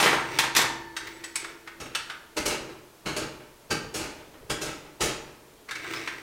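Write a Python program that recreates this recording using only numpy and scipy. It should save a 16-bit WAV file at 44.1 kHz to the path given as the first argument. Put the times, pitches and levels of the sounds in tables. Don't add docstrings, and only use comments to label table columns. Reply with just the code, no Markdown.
import sys
import numpy as np
from scipy import signal
from scipy.fft import rfft
from scipy.io import wavfile
from scipy.ndimage import uniform_filter1d

SR = 44100
rng = np.random.default_rng(int(sys.argv[2]) if len(sys.argv) > 2 else 0)


def int16_out(signal):
    q = np.round(np.clip(np.atleast_2d(signal).T, -1, 1) * 32767)
    wavfile.write(sys.argv[1], SR, q.astype(np.int16))


N = 274302
BINS = np.fft.rfftfreq(4096, 1 / SR)

# frequency in Hz, gain in dB.
ROOM_TONE_COLOUR = [(12, -49), (20, 2), (93, -11), (130, -9.5), (203, -12), (276, -6), (386, -9),
                    (432, -3.5), (525, -11), (587, -8), (820, -16.5), (892, -10.5), (1250, -16.5),
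                    (13800, -26.5), (15800, -27.5)]
FLOOR_COLOUR = [(20, -5), (55, 2), (130, 1), (250, -17), (450, 5), (900, -20), (4000, -60)]
SLIDE_COLOUR = [(40, -28), (130, 3.5), (220, -15), (320, 8), (480, .5), (750, -7), (1200, -3.5),
                (1900, -4.5), (3200, -4.5), (6000, -12.5), (9000, -18), (12000, -28), (16000, -22)]
TOOL_COLOUR = [(100, -37), (350, -11), (750, -7.5), (1150, 0), (1600, 1), (2600, -2.5), (4000, -4.5),
               (6000, -10), (7000, -14), (8400, -13.5), (9800, -19), (11500, -23), (16000, -35)]
RACK_COLOUR = [(18, -36), (30, -8), (145, -5.5), (226, -4.5), (326, -9.5), (597, -4.5), (680, -9.5),
               (884, 1.5), (1030, -6.5), (1840, -10.5), (2800, -7), (3550, -14), (6840, -15.5), (9300, -19),
               (15800, -34)]
TRAY_COLOUR = [(24, -35), (40, -35), (123, -13.5), (236, -11.5), (612, -9.5), (711, -7.5), (984, -1),
               (1120, -5), (1930, -2), (3040, -5.5), (3710, -6.5), (8680, -17.5), (14000, -24.5),
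               (15800, -34)]
# frequency in Hz, seconds to fall 60 dB.
ROOM_DECAY = [(80, 0.81), (350, 0.7), (1200, 0.67), (3000, 0.55), (7000, 0.46), (14000, 0.23)]
# centre in Hz, width in Hz, gain in dB.
OVEN_SHELL = [(66.4, 23, 2.5), (105, 11, -5.5), (149, 18, 4.5), (240.4, 37, -5.5), (318, 66, 8),
              (466, 42, 4), (612, 11, 7.5), (650, 31, -2.5), (924, 144, -5), (987, 66, -0.5),
              (1320, 69, 4.5), (1620, 29, 6.5), (2080, 54, 2.5), (2940, 39, 3), (4050, 180, 6.5),
              (4900, 86, 7.5), (5600, 160, 2.5), (6530, 100, 6.5)]
# frequency in Hz, level in dB, seconds to fall 60 dB.
RACK_RESONANCES = [(134, 1.5, 1.23), (165, -35, .7), (314.2, 12.5, 0.7), (365, 4, 1.4), (402, 0, 0.65),
                   (598, 7, 0.7), (840, -11, 2.7), (1276, -13, 2.1), (1275, -5, 0.81), (2420, -4, 1.3),
                   (2870, -38, 2.1), (3180, -2, 0.71), (7650, -18, 0.63)]
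TRAY_RESONANCES = [(53, -16.5, 2.5), (132, -6.5, 1.1), (336.3, -10, 5.5), (788, -2, .6), (887, -12.5, 2.5),
                   (919, 1, 1.1), (940, -10.5, 1.7), (950, -24, 0.37), (1067, 3.5, 0.21),
                   (1152, -3.5, 0.62), (1270, -8, 0.32), (1407, 0, 0.23), (1570, -15, .7), (1600, 2, 0.44),
                   (1760, -6, 2.1), (1794, 0.5, 0.78), (1910, 1.5, 0.29), (1960, -25, .7), (2160, -14, 1.4),
                   (2464, 9, 0.11), (2770, -5, .4), (3660, -4.5, 0.28), (4450, -15, 1.4), (6100, -22, 0.83),
                   (8470, -15, 0.54)]
# start in seconds, level in dB.
FLOOR_BUMPS = [(1.141, -56), (1.813, -52), (3.828, -46.5), (4.409, -52)]
# start, fastest moment and end in seconds, level in dB.
TRAY_SLIDES = [(0.178, 0.381, 0.386, -29), (0.993, 1.044, 1.38, -40.5), (1.365, 1.42, 1.58, -39),
               (5.712, 5.927, 6.285, -31.5)]
# start in seconds, pitch in Hz, level in dB, seconds to fall 60 dB.
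SOCKET_PINGS = [(0.01, 9100, -36, 0.25), (0.041, 6850, -39, 0.12), (0.07, 8470, -52, 0.99),
                (0.07, 6340, -48, 0.75), (1.071, 15400, -57, .14), (1.135, 7800, -60.5, 0.18),
                (1.243, 7850, -43, 0.1), (1.357, 7950, -30.5, 0.038), (1.357, 9000, -35, 0.07),
                (5.918, 15000, -61, .3), (5.962, 5180, -39.5, 0.07)]
# time in seconds, level in dB, main resonance in Hz, treble in dB.
TOOL_CLINKS = [(0.966, -19, 1750, -13.5), (1.07, -28, 1960, -17), (1.239, -25.5, 1980, -11),
               (1.357, -18, 2200, -5), (1.444, -25.5, 1500, -23), (1.674, -28, 1480, -25),
               (1.95, -14.5, 2840, -11.5), (2.099, -23, 1330, -24), (5.688, -27, 2040, -22),
               (5.71, -21.5, 1720, -16), (5.755, -24, 2220, -18), (5.844, -28.5, 1470, -34),
               (5.935, -22, 1890, -21), (5.961, -28, 2550, -25), (6.075, -19, 2030, -23.5)]
# time in seconds, level, boom and treble in dB, rattle in seconds.
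RACK_SHOVES = [(1.802, -28.5, -23, -14, 0.027), (2.369, -17.3, -25, -13, 0.028),
               (3.06, -20.5, -3, -20, 0.044), (3.707, -16, -6, -15, 0.022), (4.338, -40.5, -20, -46, 0.025),
               (4.5, -17.5, -19, -11.5, .02), (5.007, -15, -20, -11.5, 0.042)]
# time in seconds, level and treble in dB, rattle in seconds.
RACK_RECOILS = [(1.86, -33.5, -24, 0.0092), (2.457, -16, -7, 0.029), (3.165, -20, -10, 0.027),
                (3.942, -22.5, -7.5, 0.051), (4.615, -22.5, -8, 0.04), (5.034, -22, -7, 0.027)]
# delay in seconds, level and treble in dB, factor on the rattle time.
RACK_SETTLING = [(.05, -5.5, -11, 1.31), (.235, -19.5, -18.5, 1.2)]
# time in seconds, level, bass and treble in dB, rattle in seconds.
TRAY_STRIKES = [(0.001, -9, -8, -12, 0.031), (0.027, -9, -11, -14, 0.058), (0.06, -8.5, -20, -28, 0.033),
                (0.13, -12, -11.5, -30, 0.036), (0.389, -6.5, -26.5, -14.5, 0.015),
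                (0.552, -14, -23, -12, 0.012), (0.565, -5.5, -23, -4, 0.025),
                (0.589, -11.5, -19, -29, 0.027)]


def amp(db):
    return 10 ** (np.asarray(db) / 20)


def unit_rms(x):
    return x / np.sqrt(np.mean(x ** 2) + 1e-20)


def wander(size, smooth):
    return unit_rms(uniform_filter1d(rng.standard_normal(size), smooth))


def curve(points, hz=BINS):
    knots, values = np.transpose(points)
    return np.interp(np.log(hz + 1), np.log(knots + 1), values)


def add(mix, s, sound):
    part = mix[max(round(s * SR), 0):][:len(sound)]
    part += sound[:len(part)]


def times(seconds):
    return np.arange(int(seconds * SR)) / SR


def coloured(x, colour):
    log_gain = np.log(amp(np.r_[colour, colour[-2:0:-1]]))
    taps = np.fft.ifft(np.exp(np.conj(signal.hilbert(log_gain)))).real
    return signal.oaconvolve(x, taps[:len(BINS)])[:len(x)]


def hump(hz, width):
    return np.exp(-.5 * ((BINS - hz) / width) ** 2)


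def above(hz):
    return BINS ** 4 / (BINS ** 4 + hz ** 4)


def contacts(size, per_s, spread_db):
    hits = rng.random(size) < per_s / SR
    weight = np.minimum(rng.exponential(1, size), 4)
    return hits * rng.choice([-1, 1], size) * amp(spread_db * weight)


def blow(rise_s, rattle_s, colour, per_s, spread_db):
    t = times(.3)
    swell = (1 - np.exp(-t / rise_s)) ** 2 * np.exp(-t / max(rattle_s, 1e-3))
    burst = contacts(len(t), per_s, spread_db) * swell
    power = uniform_filter1d(abs(rfft(burst, 16384)) ** 2, size=21)[::4]
    peaks_db = 10 * np.log10(abs(power) + 1e-9)
    ripple_db = 2.7 * np.tanh(wander(len(BINS), 9)) * above(330)
    sound = coloured(burst, colour + ripple_db - .14 * peaks_db)
    return sound / np.sqrt(np.mean(sound[t < .02] ** 2) + 1e-20)


def ring(modes, blows, waver_hz, beat_db=4):
    t, out = np.arange(N) / SR, np.zeros(N)
    coarse_t = np.arange(0, N + 128, 128) / SR
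    starts, strength_db = np.transpose(blows)[:2, :, None]
    age = np.maximum(coarse_t - starts, 0)
    for hz, db, t60 in modes:
        energy = np.sum((age > 0) * amp(db + strength_db - 60 * age / t60) ** 2, 0)
        pitch = hz + waver_hz * wander(len(coarse_t), 10)
        beating = amp(beat_db * np.tanh(wander(len(coarse_t), 10)))
        phase = np.interp(t, coarse_t, 2 * np.pi * np.cumsum(pitch) * coarse_t[1])
        out += np.interp(t, coarse_t, np.sqrt(energy) * beating) * np.sin(phase)
    return out


def room_tone(level_db=-54):
    return amp(level_db) * unit_rms(coloured(rng.standard_normal(N), curve(ROOM_TONE_COLOUR)))


def floorboards():
    out = np.zeros(N)
    for s, db in FLOOR_BUMPS:
        add(out, s, amp(db) * blow(.0036, .054, curve(FLOOR_COLOUR), per_s=5900, spread_db=-9))
    return out


def kitchen_echo(x, build_s=.0018, turn_s=.024, count=3):
    t, out = times(1.2), np.zeros(N)
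    for k in range(count):
        reflections = rng.standard_normal(len(t)) * (1 - np.exp(-t / build_s))
        hz, age, spectrum = signal.stft(reflections, SR, nperseg=256)
        decay = amp(-60 * age / curve(ROOM_DECAY, hz)[:, None])
        tail = signal.istft(spectrum * decay, SR)[1]
        share = np.sqrt(2 / count) * abs(np.sin(np.pi * (np.arange(N) / SR / turn_s + k / count)))
        out += signal.fftconvolve(x * share, tail / np.linalg.norm(tail))[:N]
    return out


def jingle(level_db=-27, fade_s=.03):
    t = np.arange(N) / SR
    jolts = RACK_SHOVES + RACK_RECOILS
    shake = sum((t > s) * amp(db) * np.exp(-abs(t - s) / fade_s) for s, db, *_ in jolts)
    ticks = coloured(contacts(N, per_s=120, spread_db=0), curve(TOOL_COLOUR) + 8 * above(4500))
    return amp(level_db) * shake * unit_rms(ticks)


def sliding(level_db=2, ends_db=-15.5):
    t, speed = np.arange(N) / SR, np.zeros(N)
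    for start, fastest, end, db in TRAY_SLIDES:
        swell_db = np.interp(t, [start, fastest, end], [ends_db, 0, ends_db])
        speed += (t > start) * (t < end) * amp(db + swell_db)
    colour = curve(SLIDE_COLOUR)
    slip = blow(.00071, .001, colour, per_s=15000, spread_db=2.5)
    grit = signal.oaconvolve(contacts(N, per_s=160, spread_db=1), slip)[:N]
    rub = coloured(contacts(N, per_s=1500, spread_db=0), colour)
    return amp(level_db) * speed * (.31 * unit_rms(grit) + .23 * unit_rms(rub))


def sockets(level_db=-5, split=.00442):
    t, out = times(.6), np.zeros(N)
    for s, hz, db, t60 in SOCKET_PINGS:
        chatter = .7 * wander(len(t), 200)
        lower = np.sin(2 * np.pi * hz * t + chatter)
        upper = np.sin(2 * np.pi * hz * (1 + split) * t - chatter)
        add(out, s, amp(db + level_db - 60 * t / t60) * (lower + 4.3 * upper))
    return out


def tools(level_db=-12, graze_db=-17, rise_s=.0015):
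    out = np.zeros(N)
    for s, db, hz, treble_db in TOOL_CLINKS:
        resonance = 5 * hump(hz, .17 * hz) + 4 * hump(hz, 70)
        colour = curve(TOOL_COLOUR) + resonance + (treble_db + 19) * above(4100)
        graze = blow(.0016, .0077, colour - 10 * above(3500), per_s=5000, spread_db=7)
        add(out, s - .01, amp(min(db, -22) + graze_db + level_db) * graze)
        softness = amp(-.5 * min(db + 26, 0))
        clack = blow(rise_s * softness, .011, colour, per_s=8000, spread_db=.5)
        add(out, s - rise_s, amp(db + level_db) * clack)
    return out


def clunks():
    rows = [(s, db, boom, -14, treble, rattle_s) for s, db, boom, treble, rattle_s in RACK_SHOVES]
    for s, db, treble_db, rattle_s in RACK_RECOILS:
        rows.append((s, db, -23, -9, treble_db, rattle_s))
        for delay, drop_db, dull_db, stretch in RACK_SETTLING:
            rows.append((s + delay, db + drop_db, -20, -9, treble_db + dull_db, rattle_s * stretch))
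    return rows


def rack(level_db=-10.5, drag_db=-16, rise_s=.0042):
    out = np.zeros(N)
    for s, db, boom_db, body_db, treble_db, rattle_s in clunks():
        shifts = 1 + .057 * rng.standard_normal(len(OVEN_SHELL))
        shell = sum(gain * hump(hz * (shift if hz > 1500 else 1), width)
                    for shift, (hz, width, gain) in zip(shifts, OVEN_SHELL))
        hollow = .5 * (boom_db + 16) * hump(185, 32) + .5 * (body_db + 16) * hump(400, 270)
        colour = curve(RACK_COLOUR) + shell + hollow + (treble_db + 15) * above(4300)
        drag = blow(.0042, .021, colour - 14 * above(1400), per_s=6500, spread_db=.5)
        add(out, s - .011, amp(db + drag_db + level_db) * drag)
        buzz = blow(rise_s, rattle_s, colour, per_s=5500, spread_db=2.5)
        add(out, s - rise_s, amp(db + level_db) * buzz)
    return out


def landings(gap_s=.05, shrink=.62):
    rows = []
    for s, db, bass_db, treble_db, rattle_s in TRAY_STRIKES:
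        rows.append((s, db, bass_db, treble_db, rattle_s))
        for k in (1, 2):
            s += gap_s * shrink ** (k - 1)
            rows.append((s, db - 9 * k, bass_db + 10 * k, treble_db - 5 * k, .016))
    return rows


def ringing(tray_db=-31, rack_db=-34, clink_share_db=-7):
    on_sheet = [(s, db) for s, db, *_ in landings()]
    on_sheet += [(s, db + clink_share_db) for s, db, *_ in TOOL_CLINKS]
    sheet = ring(TRAY_RESONANCES, on_sheet, waver_hz=5.44)
    wires = ring(RACK_RESONANCES, clunks(), waver_hz=6.16)
    return amp(tray_db) * sheet + amp(rack_db) * wires


def tray(level_db=-12):
    out = np.zeros(N)
    shell = .5 * sum(gain * hump(hz, width) for hz, width, gain in OVEN_SHELL) * (1 - above(990))
    for s, db, bass_db, treble_db, rattle_s in landings():
        bass = .63 * (bass_db + 22) * (1 - above(1350))
        treble = .75 * (treble_db + 17) * above(3530)
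        colour = curve(TRAY_COLOUR) + bass + treble + shell
        clank = blow(.0005, rattle_s, colour, per_s=9000, spread_db=1.7)
        add(out, s - .002, amp(db + level_db) * clank)
    return out


def scene():
    clanks, knocks = tray(), rack()
    rattles = tools() + sliding() + jingle()
    pings = sockets()
    echo = kitchen_echo(amp(-5.5) * clanks + amp(-4) * knocks + amp(-5) * rattles + amp(-6.5) * pings)
    direct = clanks + knocks + rattles + pings + ringing()
    return (direct + floorboards() + echo + room_tone())[None]


def record(dry, edge_hz=15950):
    lowpass = signal.firwin(511, edge_hz, window=("kaiser", 9), fs=SR)
    return signal.oaconvolve(dry, lowpass[None], "same")


dry = scene()
out = record(dry)
int16_out(out)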